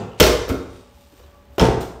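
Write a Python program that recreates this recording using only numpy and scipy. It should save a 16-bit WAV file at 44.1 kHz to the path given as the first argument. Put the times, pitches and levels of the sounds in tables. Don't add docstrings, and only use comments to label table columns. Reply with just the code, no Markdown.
import sys
import numpy as np
from scipy import signal
from scipy.fft import rfft, irfft, next_fast_len
from scipy.io import wavfile
from scipy.ndimage import uniform_filter1d

SR = 44100
rng = np.random.default_rng(int(sys.argv[2]) if len(sys.argv) > 2 else 0)


def amplitude_ratio(level_db):
    exponent = np.asarray(level_db, float) / 20
    return 10 ** exponent


def inscribe(sig):
    pcm = np.round(np.clip(np.atleast_2d(sig).T, -1, 1) * 32767)
    wavfile.write(sys.argv[1], SR, pcm.astype(np.int16))


N = 88200
LEAD = int(0.3 * SR)
T = np.arange(-LEAD, N) / SR

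# (frequency [Hz], level [dB per Hz])
DUNK_COLOUR = [(180, -28), (300, -17.5), (941, -7), (1190, -10), (2120, -16), (2950, -14), (3920, -20),
               (5640, -22.5), (15800, -41.5)]
# (frequency [Hz], level [dB], t60 [s])
DOOR_REBOUND = [(113.4, -12, 0.19), (174, -15, 0.11), (258, 1, 0.04), (295, 0, 0.064), (369.3, -1.5, 0.11),
                (430, 0, 0.051), (472, -2.5, 0.074), (585.5, -9.5, 0.1), (734, -15, 0.07),
                (1043, -28, 0.03)]
DOOR_DUNK = [(122, -7, 0.083), (195, 1, 0.034), (241, -6.5, 0.068), (354, 4, 0.033), (427, 3.5, 0.037),
             (531, 1, 0.041), (689, -1.5, 0.045), (763, 0, 0.027), (826, -13, 0.055), (928, -0.5, 0.025),
             (1085, -15.5, 0.018)]
# (frequency [Hz], level [dB], t60 [s])
BOARD = [(1470, -8.5, 0.025), (1870, -3, 0.0067), (2928, -0.5, 0.025), (4040, -9.5, 0.014),
         (5300, 1.5, 0.019), (6760, -1, .01)]
# (frequency [Hz], level [dB], t60 [s])
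RIM = [(1340, -1, .36), (1388, -1, .36), (1464, -1, .25), (1700, -16, .3), (2164, -7, .4), (2875, -14, .3),
       (3112, -6, .2), (3500, -18, .3), (3731, -12, .3), (4360, -16, .25)]
BOARD_DETUNE, RIM_DETUNE = 0.04, 0.001


def unit(x):
    return x / np.sqrt(np.mean(x ** 2))


def curve(table, hz):
    table = np.array(table, float)
    return np.interp(np.log(hz), np.log(table[:, 0]), table[:, 1])


def noise(colour, low_hz=20.):
    hz = np.arange(len(T) // 2 + 1) * SR / len(T) + 1
    gain = amplitude_ratio(curve(colour, hz)) / (1 + (low_hz / hz) ** 4)
    return unit(irfft(rfft(rng.standard_normal(len(T))) * gain, len(T)))


def narrow(hz, width_hz):
    b, a = signal.iirpeak(hz, hz / width_hz, fs=SR)
    return unit(signal.lfilter(b, a, rng.standard_normal(len(T))))


def flicker(rate_hz):
    hold = int(SR / rate_hz)
    steps = np.repeat(rng.standard_normal(len(T) // hold + 1), hold)
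    return unit(uniform_filter1d(steps, hold)[:len(T)])


def decay(t, t60_s):
    return np.exp(-np.log(1000) * t / t60_s)


def ring(modes, since, rise_s, detune):
    scatter_db = 1.5
    hz, db, t60_s = np.array(modes, float).T[:, :, None]
    level_chance, pitch_chance, phase_chance = rng.standard_normal((3,) + hz.shape)
    phase = 2 * np.pi * (hz * (1 + detune * pitch_chance) * since + phase_chance)
    level = amplitude_ratio(db + scatter_db * level_chance)
    return (1 - np.exp(-since / rise_s)) * np.sum(level * np.sin(phase) * decay(since, t60_s), axis=0)


def knocks(contacts, colour, door, hard, hard_detune):
    tail_s, tail_db, door_detune = 0.024, -15, 0.015
    out = np.zeros((2, len(T)))
    hiss = noise(colour, low_hz=300.)
    since = np.arange(SR // 2 + SR // 4) / SR
    for s, crack_db, door_db, ring_db, length_ms in contacts:
        i = int(s * SR) + LEAD
        t = since[:len(T) - i]
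        span = slice(i, i + len(t))
        length_s = length_ms / 1000
        fall = np.exp(-t / length_s) + amplitude_ratio(tail_db) * np.exp(-t / tail_s)
        crack = fall * np.minimum(10 * t / length_s, 1)
        out[0, span] += amplitude_ratio(crack_db) * crack * hiss[span]
        out[0, span] += amplitude_ratio(door_db) * ring(door, t, length_s, door_detune)
        out[1, span] += amplitude_ratio(ring_db) * ring(hard, t, length_s / 10, hard_detune)
    return out


def slap():
    # (time [s], crack [dB], door rattle [dB], ring [dB], contact length [ms])
    slap_hits = [
        (.1998, -9, -23, -31, 1.2),
        (.2033, -6, -20.5, -38, 1.4),
        (.2066, -4, -10.5, -24.5, 0.42),
        (.2118, -12, -5, -41.5, 1.3),
        (.2165, -29, -7.5, -43.5, 1.6),
        (.228, -15.5, -9.5, -41, 1.9),
        (.2385, -14, -9.5, -39.5, 2),
        (.266, -13, -18.5, -35, 2),
    ]
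    # (frequency [Hz], level [dB per Hz])
    slap_colour = [(300, 9), (1200, 1), (2000, -2), (3200, -0.5), (5400, -2.5), (8000, -11.5), (11000, -14),
                   (16000, -12.5)]
    # (frequency [Hz], level [dB], t60 [s])
    slap_door = [(105.5, -11, 0.099), (194, -13, 0.088), (265.6, -19, 0.075), (328, -8.5, .05),
                 (374.7, -9.5, 0.14), (419.6, -2, 0.057), (458, -7, 0.05), (500, -6, 0.089),
                 (616, -10.5, 0.11), (773, -16.5, 0.034), (988, -15.5, 0.04)]
    return knocks(slap_hits, slap_colour, slap_door, RIM, RIM_DETUNE)


def dunk():
    # (time [s], crack [dB], door rattle [dB], ring [dB], contact length [ms])
    dunk_hits = [(1.5808, -24.5, -15.5, -34, 9.8), (1.5955, -18.5, -13, -11.5, 14),
                 (1.604, -36, -16, -23, 6.9), (1.6115, -19.5, -10.5, -23, 4.2),
                 (1.619, -31, -13.5, -24, 1.7), (1.627, -21, -13, -41, 1.5), (1.635, -28, -15, -38, 3),
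                 (1.643, -27.5, -18.5, -34, 3.5), (1.652, -24.5, -17, -49, 4.5),
                 (1.665, -28, -18.5, -44, 4), (1.684, -32, -15, -44, 2.3), (1.708, -50, -21.5, -42, 6.5),
                 (1.772, -54, -21.5, -56, 3.5)]
    return knocks(dunk_hits, DUNK_COLOUR, DOOR_DUNK, BOARD, BOARD_DETUNE)


def rebound():
    # (time [s], crack [dB], door rattle [dB], ring [dB], contact length [ms])
    rebound_hits = [
        (.4815, -32, -25, -57.5, 5.4),
        (.4925, -33, -27, -47, 4.9),
        (.4985, -24.5, -28, -54, 9.4),
        (.506, -32, -28.5, -51, 1.6),
        (.514, -43, -26, -43, 2.5),
        (.528, -45, -26.5, -65, 1.5),
        (.543, -50, -27, -48, 1.1),
    ]
    # (frequency [Hz], level [dB per Hz])
    rebound_colour = [(180, -23), (300, 6.5), (527, 0.5), (825, -11.5), (1380, -5), (1770, -20),
                      (2190, -12.5), (10400, -30), (15800, -28)]
    return knocks(rebound_hits, rebound_colour, DOOR_REBOUND, RIM, RIM_DETUNE)


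def earlier_dunk():
    # (time [s], crack [dB], door rattle [dB], ring [dB], contact length [ms])
    earlier_hits = [
        (-.13, -16, -24, -52, 3.2),
        (-.04, -29.5, -15, -51.5, 3.8),
    ]
    return knocks(earlier_hits, DUNK_COLOUR, DOOR_DUNK, BOARD, BOARD_DETUNE)


def steps():
    # (time [s], crack [dB], door rattle [dB], ring [dB], contact length [ms])
    step_hits = [
        (.878, -72.5, -54, -53, 15),
        (1.12, -60, -43.5, -66, 12.3),
        (1.195, -55, -45, -67.5, 16),
        (1.238, -60, -69, -55, 1.9),
    ]
    return knocks(step_hits, DUNK_COLOUR, DOOR_REBOUND, BOARD, BOARD_DETUNE)


def door_swing():
    rise_s = 0.0013
    # (time [s], level [dB], frequency [Hz], t60 [s])
    booms = [
        (-.05, -28.5, 107.2, 0.56),
        (-.03, -27.5, 185.1, .5),
        (0.204, -10.5, 86.5, 0.14),
        (0.207, -20, 58.6, 0.6),
        (0.501, -14.5, 77, 0.069),
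        (1.2, -45, 70, 0.21),
        (1.61, -8.5, 61.5, 0.094),
        (1.695, -14, 71, 0.071),
        (1.775, -21.5, 68.5, 0.124),
    ]
    # (time [s], level [dB], frequency [Hz], t60 [s])
    bumps = [(0.2004, -3, 3160, .016), (.2015, -9.5, 430, 0.048), (.2062, -10, 3230, .014),
             (0.211, -6, 3130, 0.013), (.2118, -17, 5000, .012), (.2285, -2, 5410, .014),
             (.212, -13, 192.3, 0.089), (1.603, -14, 193, 0.06), (1.62, -16, 189, 0.13),
             (0.49, -19.5, 455, 0.087), (.515, -14.5, 264.6, 0.094), (.528, -22.5, 410, 0.12),
             (1.128, -42.5, 295, 0.08), (1.195, -45, 500, .09), (1.236, -48, 4000, .035),
             (1.236, -55, 2900, .05), (1.5819, -12.5, 390, 0.055), (1.586, -15, 560, 0.074)]
    out = 0
    for s, db, hz, t60_s in [*booms, *bumps]:
        t = np.maximum(T - s, 0)
        swell = 1 - np.exp(-t / rise_s)
        out = out + amplitude_ratio(db) * swell * decay(t, t60_s) * np.sin(2 * np.pi * hz * t)
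    return out


def rim_song():
    # (frequency [Hz], level [dB], t60 [s])
    song_modes = [(180, -39, .9), (1335, -38, .6), (1384, -43, .5), (1450, -50, .35), (2164, -42, .45),
                  (3728, -51, 1.3)]
    # (time [s], level [dB])
    jolts = [
        (.2, 4),
        (.495, 0),
    ]
    return sum(amplitude_ratio(db) * ring(song_modes, np.maximum(T - s, 0), 0.0067, RIM_DETUNE) for s, db in jolts)


def swishes_and_clicks():
    # (start [s], rise [s], fall [s], body [dB], airy top [dB])
    swishes = [(0.173, 0.026, 0.021, -45.5, -75), (0.2001, .0003, 0.0012, -12, -7),
               (.2035, .0004, 0.0019, -13, -21.5), (0.2056, 0.0004, .0014, -3.5, -9.5),
               (0.2113, .0004, .0014, -16.5, -24), (0.23, .001, 0.0059, -20.5, -32),
               (0.476, .006, 0.023, -54, -48.5), (0.4887, 0.0039, 0.012, -37.5, -42),
               (.56, 0.19, 0.1, -57.5, -69), (.88, 0.13, 0.35, -62.5, -65.5),
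               (1.13, 0.065, 0.0303, -65, -70), (1.502, .05, 0.024, -64.5, -66.5),
               (1.5808, .002, 0.022, -54, -38), (1.802, 0.0086, 0.027, -38, -43)]
    # (frequency [Hz], level [dB per Hz])
    swish_colour = [(1500, -6.5), (2900, -1.5), (6000, -6), (9000, -7.5), (11000, -17), (16000, -40.5)]
    air_colour = [(8000, -35.5), (11000, -6.5), (14000, 4.5), (16000, -7.5)]
    grain_db = -3.5
    body, air = noise(swish_colour, low_hz=1200.), noise(air_colour)
    out = 0
    for s, rise_s, fall_s, body_db, air_db in swishes:
        shape = np.clip((T - s) / rise_s, 0, 1) * np.exp(-np.maximum(T - s - rise_s, 0) / fall_s)
        out = out + shape * (amplitude_ratio(body_db) * body + amplitude_ratio(air_db) * air)
    return out * amplitude_ratio(grain_db * flicker(900))


def bracket():
    start_s, length_s, squeak_db = 0.085, 0.12, -49
    hz, width_hz, throb_hz = 2880, 220, 66
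    bow = np.sin(np.pi * np.clip((T - start_s) / length_s, 0, 1))
    throb = (0.5 + 0.5 * np.cos(2 * np.pi * throb_hz * (T - 0.1345))) ** 1.4
    return amplitude_ratio(squeak_db) * bow * throb * narrow(hz, width_hz)


def room(x):
    # (frequency [Hz], t60 [s])
    room_t60 = [(50, 0.94), (200, 0.54), (500, 0.73), (1200, 0.8), (3000, 0.54), (7000, 0.61), (11000, 0.4),
                (16000, 0.33)]
    level_db, gap_s, build_s = -4.5, 0.007, 0.0058
    t = np.arange(SR + SR // 2) / SR
    white = rfft(rng.standard_normal(len(t)))
    octave = np.log2(np.arange(len(white)) * SR / len(t) + 1)
    tail = 0
    for centre in np.arange(5, 14.5, 0.5):
        band = irfft(white * np.clip(1 - 2 * np.abs(octave - centre), 0, 1), len(t))
        tail = tail + band * decay(t, curve(room_t60, 2 ** centre))
    tail = tail * (1 - np.exp(-np.maximum(t - gap_s, 0) / build_s))
    return amplitude_ratio(level_db) * signal.fftconvolve(x, tail / np.sqrt(np.sum(tail ** 2)))[:len(x)]


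def house():
    # (frequency [Hz], level [dB per Hz])
    hum_colour = [(25, -6.5), (64, -3.5), (150, -38.5), (400, -16), (1200, -22), (3000, -30), (10000, -44),
                  (16000, -35.5)]
    # (frequency [Hz], width [Hz], level [dB])
    hum_bands = [(70, 19, -56), (197, 15, -69.5), (250, 12, -63.5), (452, 15, -81), (840, 16, -68.5),
                 (1154, 17, -71), (1480, 21, -79)]
    air = amplitude_ratio(-55.5 + 1.7 * flicker(4.1)) * noise(hum_colour)
    lines = sum(amplitude_ratio(db + 2.8 * flicker(8.1)) * narrow(hz, width_hz) for hz, width_hz, db in hum_bands)
    whine_hz = 571 + 2.32 * flicker(11)
    whine = amplitude_ratio(-58 + 2.0 * flicker(24.6)) * np.sin(2 * np.pi * np.cumsum(whine_hz) / SR)
    return air + lines + whine


def scene():
    ring_wet_db, swing_wet_db, new_spot_s = -12, -8, 1.0
    body, rings = slap() + dunk() + rebound() + earlier_dunk() + steps()
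    swing = door_swing()
    near = body + swishes_and_clicks() + bracket()
    sent = near + amplitude_ratio(ring_wet_db) * rings + amplitude_ratio(swing_wet_db) * swing
    wet = room(sent * (T < new_spot_s)) + room(sent * (T >= new_spot_s))
    return (near + rings + swing + rim_song() + wet + house())[None, LEAD:]


def low_pass(x):
    return signal.sosfilt(signal.butter(12, 15910, fs=SR, output="sos"), x)


def record(dry):
    # (frequency [Hz], level [dB])
    mic = [(20, -13.5), (50, 4), (8000, -1.5), (10500, -3), (13500, -3), (15600, -2.5), (16200, -35)]
    ceiling = 1.0
    size = 2 * next_fast_len(N)
    hz = np.arange(size // 2 + 1) * SR / size + 1
    cepstrum = irfft(np.log(amplitude_ratio(curve(mic, hz))), size)
    fold = (1 + np.sign(size // 2 - np.arange(size))) / (1 + (np.arange(size) == 0))
    causal = np.exp(rfft(cepstrum * fold))
    heard = irfft(rfft(dry, size) * causal, size)[:, :N]
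    rounded = heard / (1 + np.abs(heard / ceiling) ** 8) ** (1 / 8)
    return low_pass(rounded)


dry = scene()
out = record(dry)
inscribe(out)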